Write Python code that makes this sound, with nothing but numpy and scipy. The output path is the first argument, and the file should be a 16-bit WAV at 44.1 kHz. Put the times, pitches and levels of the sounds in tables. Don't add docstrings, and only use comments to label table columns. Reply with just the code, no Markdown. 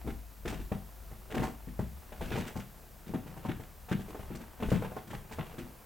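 import sys
import numpy as np
from scipy import signal
from scipy.fft import rfft, irfft, next_fast_len
from scipy.io import wavfile
from scipy.ndimage import uniform_filter1d, map_coordinates

SR = 44100
rng = np.random.default_rng(int(sys.argv[2]) if len(sys.argv) > 2 else 0)


def to_wav(sig):
    pcm = np.clip(np.atleast_2d(sig), -1, 1) * 32767
    pcm = np.round(pcm).astype(np.int16)
    wavfile.write(sys.argv[1], SR, pcm.T)


N = 258013

# frequency in Hz, relative level in dB per Hz.
WASH_COLOR = [(35, -40), (60, -0.5), (90, -7), (200, -10.5), (350, -29.5), (650, -17.5), (1200, -23),
              (3000, -29), (6000, -46.5), (9000, -80.5)]
HISS_COLOR = [(1500, -26), (4000, -6), (8000, -5.5), (11000, -5), (11500, -2), (16600, -2)]
THUMP_COLOR = [(12, -15), (26, 3.5), (40, 0), (60, 0.5), (82, -1), (120, -44)]
JOIST_COLOR = [(40, -55), (90, -4.5), (135, -1.5), (200, -5.5), (330, -1), (450, -9), (1200, -76)]
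BOARD_COLOR = [(150, -70), (380, 2), (500, 0.5), (900, -1.5), (1500, -7.5), (3500, -27.5)]
GRIT_COLOR = [(500, -48), (1400, -4), (2500, 5), (4000, -5), (8000, -22), (11000, -38.5), (16500, -25)]
CRACK_COLOR = [(600, -12), (1500, 5.5), (2600, 1.5), (3800, -4), (6000, -40)]
FIZZ_COLOR = [(2500, -16), (4200, 2.5), (8000, 2.5), (11000, -7.5), (16500, -8)]

# frequency in Hz, likeness (1 is identical).
NEAR_LIKENESS = [(30, 0.29), (130, 1), (400, 0.62), (2400, 0.97), (8000, 0.73), (11000, 0.19), (11500, 1)]
# frequency in Hz, likeness (1 is identical).
FAR_LIKENESS = [(30, 0.91), (130, 1), (640, 0.67), (1400, 0.61), (3100, 0.82), (11000, 0.97), (11500, 1)]
# frequency in Hz, left minus right in dB.
LEFT_OVER_RIGHT = [(30, 3.2), (130, 4.4), (220, 3), (330, .2), (700, -.5), (4000, .6), (12000, 0)]
# frequency in Hz, time to fall by 60 dB in seconds.
PORCH_T60 = [(100, 0.39), (1000, 0.36), (8000, 0.34)]

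# peak time in seconds, peak gain in dB, fall in dB per second.
HAND_JOLTS = [(0.11, -38, 203), (0.49, -40.5, 152), (0.62, -40.5, 155), (0.75, -46, 185), (1.01, -50, 19),
              (1.38, -49, 43), (1.82, -50, 48), (2.22, -37.5, 62), (2.59, -42, 303), (3.13, -48, 300),
              (3.4, -59, 125), (3.55, -48, 128), (3.98, -50, 12), (4.2, -44, 38), (4.675, -34.5, 76),
              (5.18, -43, 180), (5.35, -45.5, 42), (5.62, -49, 80)]
# time in seconds, pitch in Hz, level in dB.
HUM_NOTE = [(0.0, 60, -36), (0.35, 53.14, -54), (0.62, 51.2, -40.5), (0.72, 52.1, -49.5),
            (1.25, 53.3, -53.5), (1.43, 55, -40), (1.55, 54, -53), (1.7, 50.7, -45.5), (1.85, 62.7, -46),
            (2.04, 71.3, -50), (2.16, 70, -56)]
# time in seconds, pitch in Hz, level in dB, level an octave up in dB.
HUM_DRONE = [(2.0, 35.54, -51, -55), (2.41, 40.2, -60, -62), (2.55, 40.2, -57, -71), (3.13, 39.1, -57, -62),
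             (3.3, 37.8, -57, -58.5), (4.15, 35.2, -57, -60)]

# time in seconds, level of the boards in dB.
SCUFF_LEVELS = [(0.0, -58.5), (0.23, -67.5), (1.5, -60.5), (1.87, -66.5), (2.17, -60.5), (2.34, -48),
                (2.46, -51.5), (2.62, -62), (2.93, -64.5), (3.45, -56), (3.65, -62), (3.93, -67.5),
                (4.1, -56), (4.64, -61), (4.81, -54), (5.13, -63.5), (5.46, -54.5), (5.85, -62.5)]
# start in seconds, knock level in dB, joist thud level in dB, plank body level in dB,
# crack level in dB, fizz level in dB, base 60 dB fall time of the wood in seconds, knock pitch in Hz.
BOOT_CONTACTS = [(0.045, -46, -44.5, -46, -61, -63, 0.28, 530),
                 (0.074, -33, -43, -38, -44.5, -57, 0.31, 460),
                 (0.453, -32, -42, -39.5, -42, -47, 0.22, 401),
                 (0.474, -36, -56, -47, -39.5, -39.5, 0.22, 474),
                 (0.501, -39.5, -40.5, -48, -52, -49, 0.16, 474),
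                 (0.526, -33, -46, -41.5, -50.5, -54, 0.23, 486),
                 (0.555, -52, -45, -52, -57, -62, 0.17, 471),
                 (0.593, -51, -53, -44.5, -52.5, -57, 0.22, 482),
                 (0.717, -28, -31.5, -39.5, -46.5, -65, 0.18, 423),
                 (1.113, -45, -50.5, -64, -58, -67, 0.27, 1100),
                 (1.3, -42.5, -59, -59, -47.5, -55, 0.2, 668),
                 (1.318, -35, -50, -48, -44.5, -51, 0.26, 509),
                 (1.343, -32, -46, -36.5, -43, -45, 0.29, 799),
                 (1.368, -27.5, -38.5, -33.5, -43, -51, 0.22, 415),
                 (1.395, -30.5, -32, -45, -49, -49, 0.16, 466),
                 (1.421, -29, -42.5, -34, -45, -49, 0.2, 460), (1.434, -28, -46, -42, -47, -44, 0.22, 912),
                 (1.452, -39, -50, -45, -57, -55, 0.22, 412), (1.48, -36, -47, -42.5, -66, -56, 0.19, 447),
                 (1.673, -48, -43.5, -47, -55, -68, 0.28, 417),
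                 (1.792, -28.5, -31, -40.5, -50.5, -59, 0.12, 439),
                 (1.828, -63, -39.5, -68, -63, -72, 0.19, 517),
                 (2.12, -40.5, -62, -58, -50, -60, 0.36, 783),
                 (2.209, -30.5, -42.5, -43.5, -39, -47.5, 0.3, 487),
                 (2.256, -51, -46, -62, -53, -49, 0.14, 633),
                 (2.314, -32, -40, -42, -36.5, -46.5, 0.2, 401), (2.339, -44, -38, -47, -57, -50, 0.2, 797),
                 (2.355, -29.5, -40.5, -38.5, -57, -51, 0.24, 401),
                 (2.378, -31, -39, -40, -49, -42, 0.18, 690), (2.399, -43, -38, -42, -52, -58, 0.15, 420),
                 (2.463, -46, -59, -48.5, -42, -42, 0.22, 692),
                 (2.557, -34.5, -38.5, -44.5, -50, -47, 0.2, 735),
                 (2.589, -43.5, -43.5, -55, -48.5, -50.5, 0.23, 767),
                 (3.063, -49, -48, -54.5, -50.5, -53, 0.22, 428),
                 (3.091, -41.5, -42.5, -48, -67, -75, 0.35, 530),
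                 (3.138, -30, -35, -33.5, -47, -75, 0.24, 640),
                 (3.262, -45, -50, -58, -51.5, -52.5, 0.47, 720),
                 (3.367, -41, -46.5, -52.5, -69, -58, 0.2, 654),
                 (3.45, -31.5, -39.5, -44, -46, -51, 0.15, 891),
                 (3.487, -34.5, -34, -33.5, -39.5, -54, 0.24, 644),
                 (3.597, -39.5, -51, -55, -48.5, -52, 0.26, 484),
                 (3.886, -39.5, -57, -62, -43.5, -46.5, 0.6, 1040),
                 (3.914, -28.5, -28.5, -35, -38.5, -47.5, 0.27, 500),
                 (3.994, -40, -42.5, -50, -52, -52, 0.16, 487),
                 (4.083, -39.5, -56, -50.5, -52, -51, 0.36, 425),
                 (4.147, -33, -60, -48, -60, -70, 0.22, 447),
                 (4.193, -43.5, -45.5, -53, -50.5, -66, 0.22, 657),
                 (4.304, -41, -41, -43.5, -48.5, -71, 0.3, 579),
                 (4.348, -43, -48, -46, -50.5, -44.5, 0.19, 468),
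                 (4.406, -44, -59, -49, -51, -55, 0.2, 455), (4.601, -38.5, -52, -43, -47, -55, 0.4, 498),
                 (4.625, -27.5, -38, -38, -39.5, -70, 0.25, 550),
                 (4.686, -35.5, -39, -43, -42.5, -41.5, 0.14, 681),
                 (4.717, -23, -24.5, -32, -38.5, -44, 0.22, 476),
                 (4.752, -35, -30.5, -46, -49, -55, 0.16, 401), (4.789, -53, -38, -47, -67, -73, 0.17, 415),
                 (4.822, -30, -49, -51, -44.5, -67, 0.2, 471),
                 (4.846, -33, -44.5, -53, -53, -69, 0.26, 1290),
                 (4.918, -38, -49, -55, -60, -62, 0.14, 750),
                 (4.966, -30, -48.5, -46, -49.5, -65, 0.17, 770),
                 (5.071, -55, -50, -53, -53.5, -51.5, 0.29, 428),
                 (5.104, -43.5, -47, -50, -45.5, -50, 0.44, 673),
                 (5.132, -34, -45.5, -51.5, -46.5, -52, 0.27, 649),
                 (5.311, -39, -56, -51, -43, -44.5, 0.27, 825),
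                 (5.386, -29.5, -35, -39.5, -41, -65, 0.18, 640),
                 (5.54, -42.5, -56, -55, -62, -62, 0.28, 401),
                 (5.582, -40.5, -45.5, -42, -44, -46, 0.39, 401)]

# middle frequency in Hz, relative level in dB, fall time as a share of the contact's wood fall time.
JOIST_NOTES = [(100.5, -12, 1.7), (118.9, -1.5, 0.63), (135.2, 0.5, 1.08), (161.6, -1.5, 0.81),
               (191.4, 1, 0.65), (211.7, 1, 0.55)]
# frequency in Hz, relative level in dB, share of the wood fall time.
PLANK_NOTES = [(235.5, 0, 0.65), (275.8, 1, 0.4), (328, 0, 0.55), (371, -10.5, 0.57)]
# frequency in Hz, relative level in dB, share of the wood fall time.
SURFACE_NOTES = [(429, 0, 0.34), (445.6, 3, 0.3), (499, -4, 0.56), (563, -0.5, 0.19), (633, -2, 0.43),
                 (756.4, -4, 0.83), (876, -0.5, 0.379), (1040, -11, 0.89), (1150, -8, 0.089),
                 (1405, -11, 0.43)]

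TOP_HZ = 16550
GRIP_DB, JOLT_RISE = -67.5, 240
GRIT_DB, JOISTS_DB = -15.5, -4.5
GRIT_GROWS, JOISTS_GROW = 2.2, 1
RING_DB, RAP_DB = -10, -12.5
SCATTER_DB = 0.6
FOCUS_DB = 7
BURST_T60, RISE_S = 0.13, 0.0013


def amp(db):
    return 10 ** (np.asarray(db) / 20)


def unit(x):
    return x / np.sqrt(np.mean(x ** 2) + 1e-20)


def along(points, hz):
    f, v = np.transpose(points)
    return np.interp(np.log(hz + 1), np.log(f + 1), v)


def curves(rows):
    s, *cols = np.transpose(rows)
    return [np.interp(np.arange(N) / SR, s, c) for c in cols]


def wobble(rate):
    points = rng.standard_normal(int(N * rate / SR) + 4)
    return map_coordinates(points, [np.arange(N) * rate / SR])


def filtered(x, response):
    m = next_fast_len(N + SR // 2)
    return irfft(rfft(x, m) * response(np.fft.rfftfreq(m, 1 / SR)), m)[..., :N]


def paired(two, alike):
    def middle_and_side(hz):
        turn = np.arccos(np.clip(along(alike, hz), -1, 1)) / 2
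        return np.array([np.cos(turn), np.sin(turn)])

    mid, side = filtered(two, middle_and_side)
    return np.array([mid + side, mid - side])


def rush(color, alike=NEAR_LIKENESS):
    noise = filtered(rng.standard_normal((2, N)), lambda hz: amp(along(color, hz)))
    return unit(paired(noise, alike))


def hiss():
    return amp(-59 + 0.62 * wobble(2.7)) * rush(HISS_COLOR, FAR_LIKENESS)


def outdoor_wash():
    return amp(-57.5 + 0.58 * wobble(2.567)) * rush(WASH_COLOR, FAR_LIKENESS)


def jolts():
    t = np.arange(N) / SR
    shapes = [db + np.minimum(JOLT_RISE * (t - s), fall * (s - t)) for s, db, fall in HAND_JOLTS]
    return amp(GRIP_DB) + amp(np.max(shapes, axis=0))


def hand_bumps():
    thump = rush(THUMP_COLOR, [(30, 0.98), (90, 0.82), (130, 0.98)])
    power = uniform_filter1d(np.mean(thump ** 2, axis=0), SR // 16)
    thump /= np.sqrt(abs(power) + 0.35)
    return jolts() * thump


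def tone(rows):
    hz, *levels = curves(rows)
    t = np.arange(N) / SR
    fade = np.clip(np.minimum(t - rows[0][0] + 0.026, rows[-1][0] - t) / 0.2, 0, 1)
    phase = 2 * np.pi * np.cumsum(hz + 0.75 * wobble(7.1)) / SR
    phase = phase + [[0.3], [-0.3]]
    waves = sum(amp(db + 0.45 * wobble(16.0)) * np.sin(k * phase) for k, db in enumerate(levels, 1))
    return np.sqrt(2) * fade * waves


def hum():
    return tone(HUM_NOTE) + tone(HUM_DRONE)


def porch(x):
    hz, t, z = signal.stft(rng.standard_normal((2, SR // 2)), SR, nperseg=256)
    fade = amp(-60 * t / along(PORCH_T60, hz)[:, None])
    tail = signal.istft(z * fade, SR, nperseg=256)[1]
    tail = tail / np.linalg.norm(tail[0])
    sound = np.pad(x.mean(axis=0), (300, 0))[None]
    return paired(signal.fftconvolve(sound, tail, axes=1)[:, :N], FAR_LIKENESS)


def grains():
    slips = (rng.random(N) < 150 / SR) * amp(3.2 * rng.exponential(size=N))
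    fade = amp(-60 * np.arange(SR // 10) / SR / 0.022)
    clumps = 0.9 + signal.fftconvolve(slips, fade)[:N]
    return clumps / np.sqrt(abs(uniform_filter1d(clumps ** 2, SR // 20)))


def scuff():
    boards_db, = curves(SCUFF_LEVELS)
    mean_db = boards_db.mean()
    swing_db = boards_db - mean_db
    slips = grains()
    grit = amp(mean_db + GRIT_DB + GRIT_GROWS * swing_db) * slips * rush(GRIT_COLOR)
    boards = amp(boards_db) * slips * rush(BOARD_COLOR)
    joists_db = mean_db + JOISTS_DB + JOISTS_GROW * swing_db + 3.55 * wobble(25)
    return grit + boards + amp(joists_db) * rush(JOIST_COLOR)


def ringing(modes, t, t60, rise):
    hz, level, share = np.transpose(modes)[:, :, None]
    strength, detune, start, side = rng.standard_normal((4, len(hz), 1))
    fall_db = 60 * t / (share * t60)
    gain = amp(level + 2.5 * strength - fall_db) * (1 - np.exp(-t / rise))
    phase = 2 * np.pi * hz * (1 + 0.032 * detune) * t + 0.73 * start
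    pair = np.array([(gain * np.sin(phase + turn * side)).sum(axis=0) for turn in (0.2, -0.2)])
    return pair / np.sqrt(np.mean(pair[:, :SR // 40] ** 2))


def steps():
    t = np.arange(SR // 4) / SR
    wood, knock, crack, fizz = np.zeros((4, 2, N + SR))
    knocking = 1 - np.exp(-t / (0.46 * RISE_S))
    crushing = 1 - np.exp(-t / (RISE_S + 0.0066))
    for s, knock_db, thud_db, body_db, crack_db, fizz_db, t60, knock_hz in BOOT_CONTACTS:
        surface = [(hz, db - FOCUS_DB * abs(np.log2(hz / knock_hz)), share) for hz, db, share in SURFACE_NOTES]
        pan_db = SCATTER_DB * rng.standard_normal()
        sides = amp([[pan_db / 2], [-pan_db / 2]])
        at = slice(round(s * SR), round(s * SR) + len(t))
        wood[:, at] += amp(thud_db) * ringing(JOIST_NOTES, t, t60, RISE_S + 0.003)
        wood[:, at] += amp(body_db) * ringing(PLANK_NOTES, t, t60, RISE_S + 0.0017)
        wood[:, at] += sides * amp(knock_db + RING_DB) * ringing(surface, t, 0.94 * t60, 0.24 * RISE_S)
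        knock[:, at] += sides * amp(knock_db + RAP_DB - 60 * t / (1.06 * BURST_T60)) * knocking
        crack[:, at] += sides * amp(crack_db - 60 * t / (1.216 * BURST_T60)) * crushing
        fizz[:, at] += amp(fizz_db - 60 * t / (0.87 * BURST_T60)) * crushing ** 2
    snow = crack[:, :N] * rush(CRACK_COLOR) + fizz[:, :N] * rush(FIZZ_COLOR)
    return wood[:, :N] + knock[:, :N] * rush(BOARD_COLOR) + grains() * snow


def scene():
    background = hiss() + outdoor_wash() + hand_bumps()
    feet = scuff() + steps()
    return background + hum() + amp(-8.5) * porch(feet) + feet


def record(dry):
    def response(hz):
        return amp(np.outer([0.5, -0.5], along(LEFT_OVER_RIGHT, hz))) * (hz < TOP_HZ)

    return filtered(dry, response)


dry = scene()
out = record(dry)
to_wav(out)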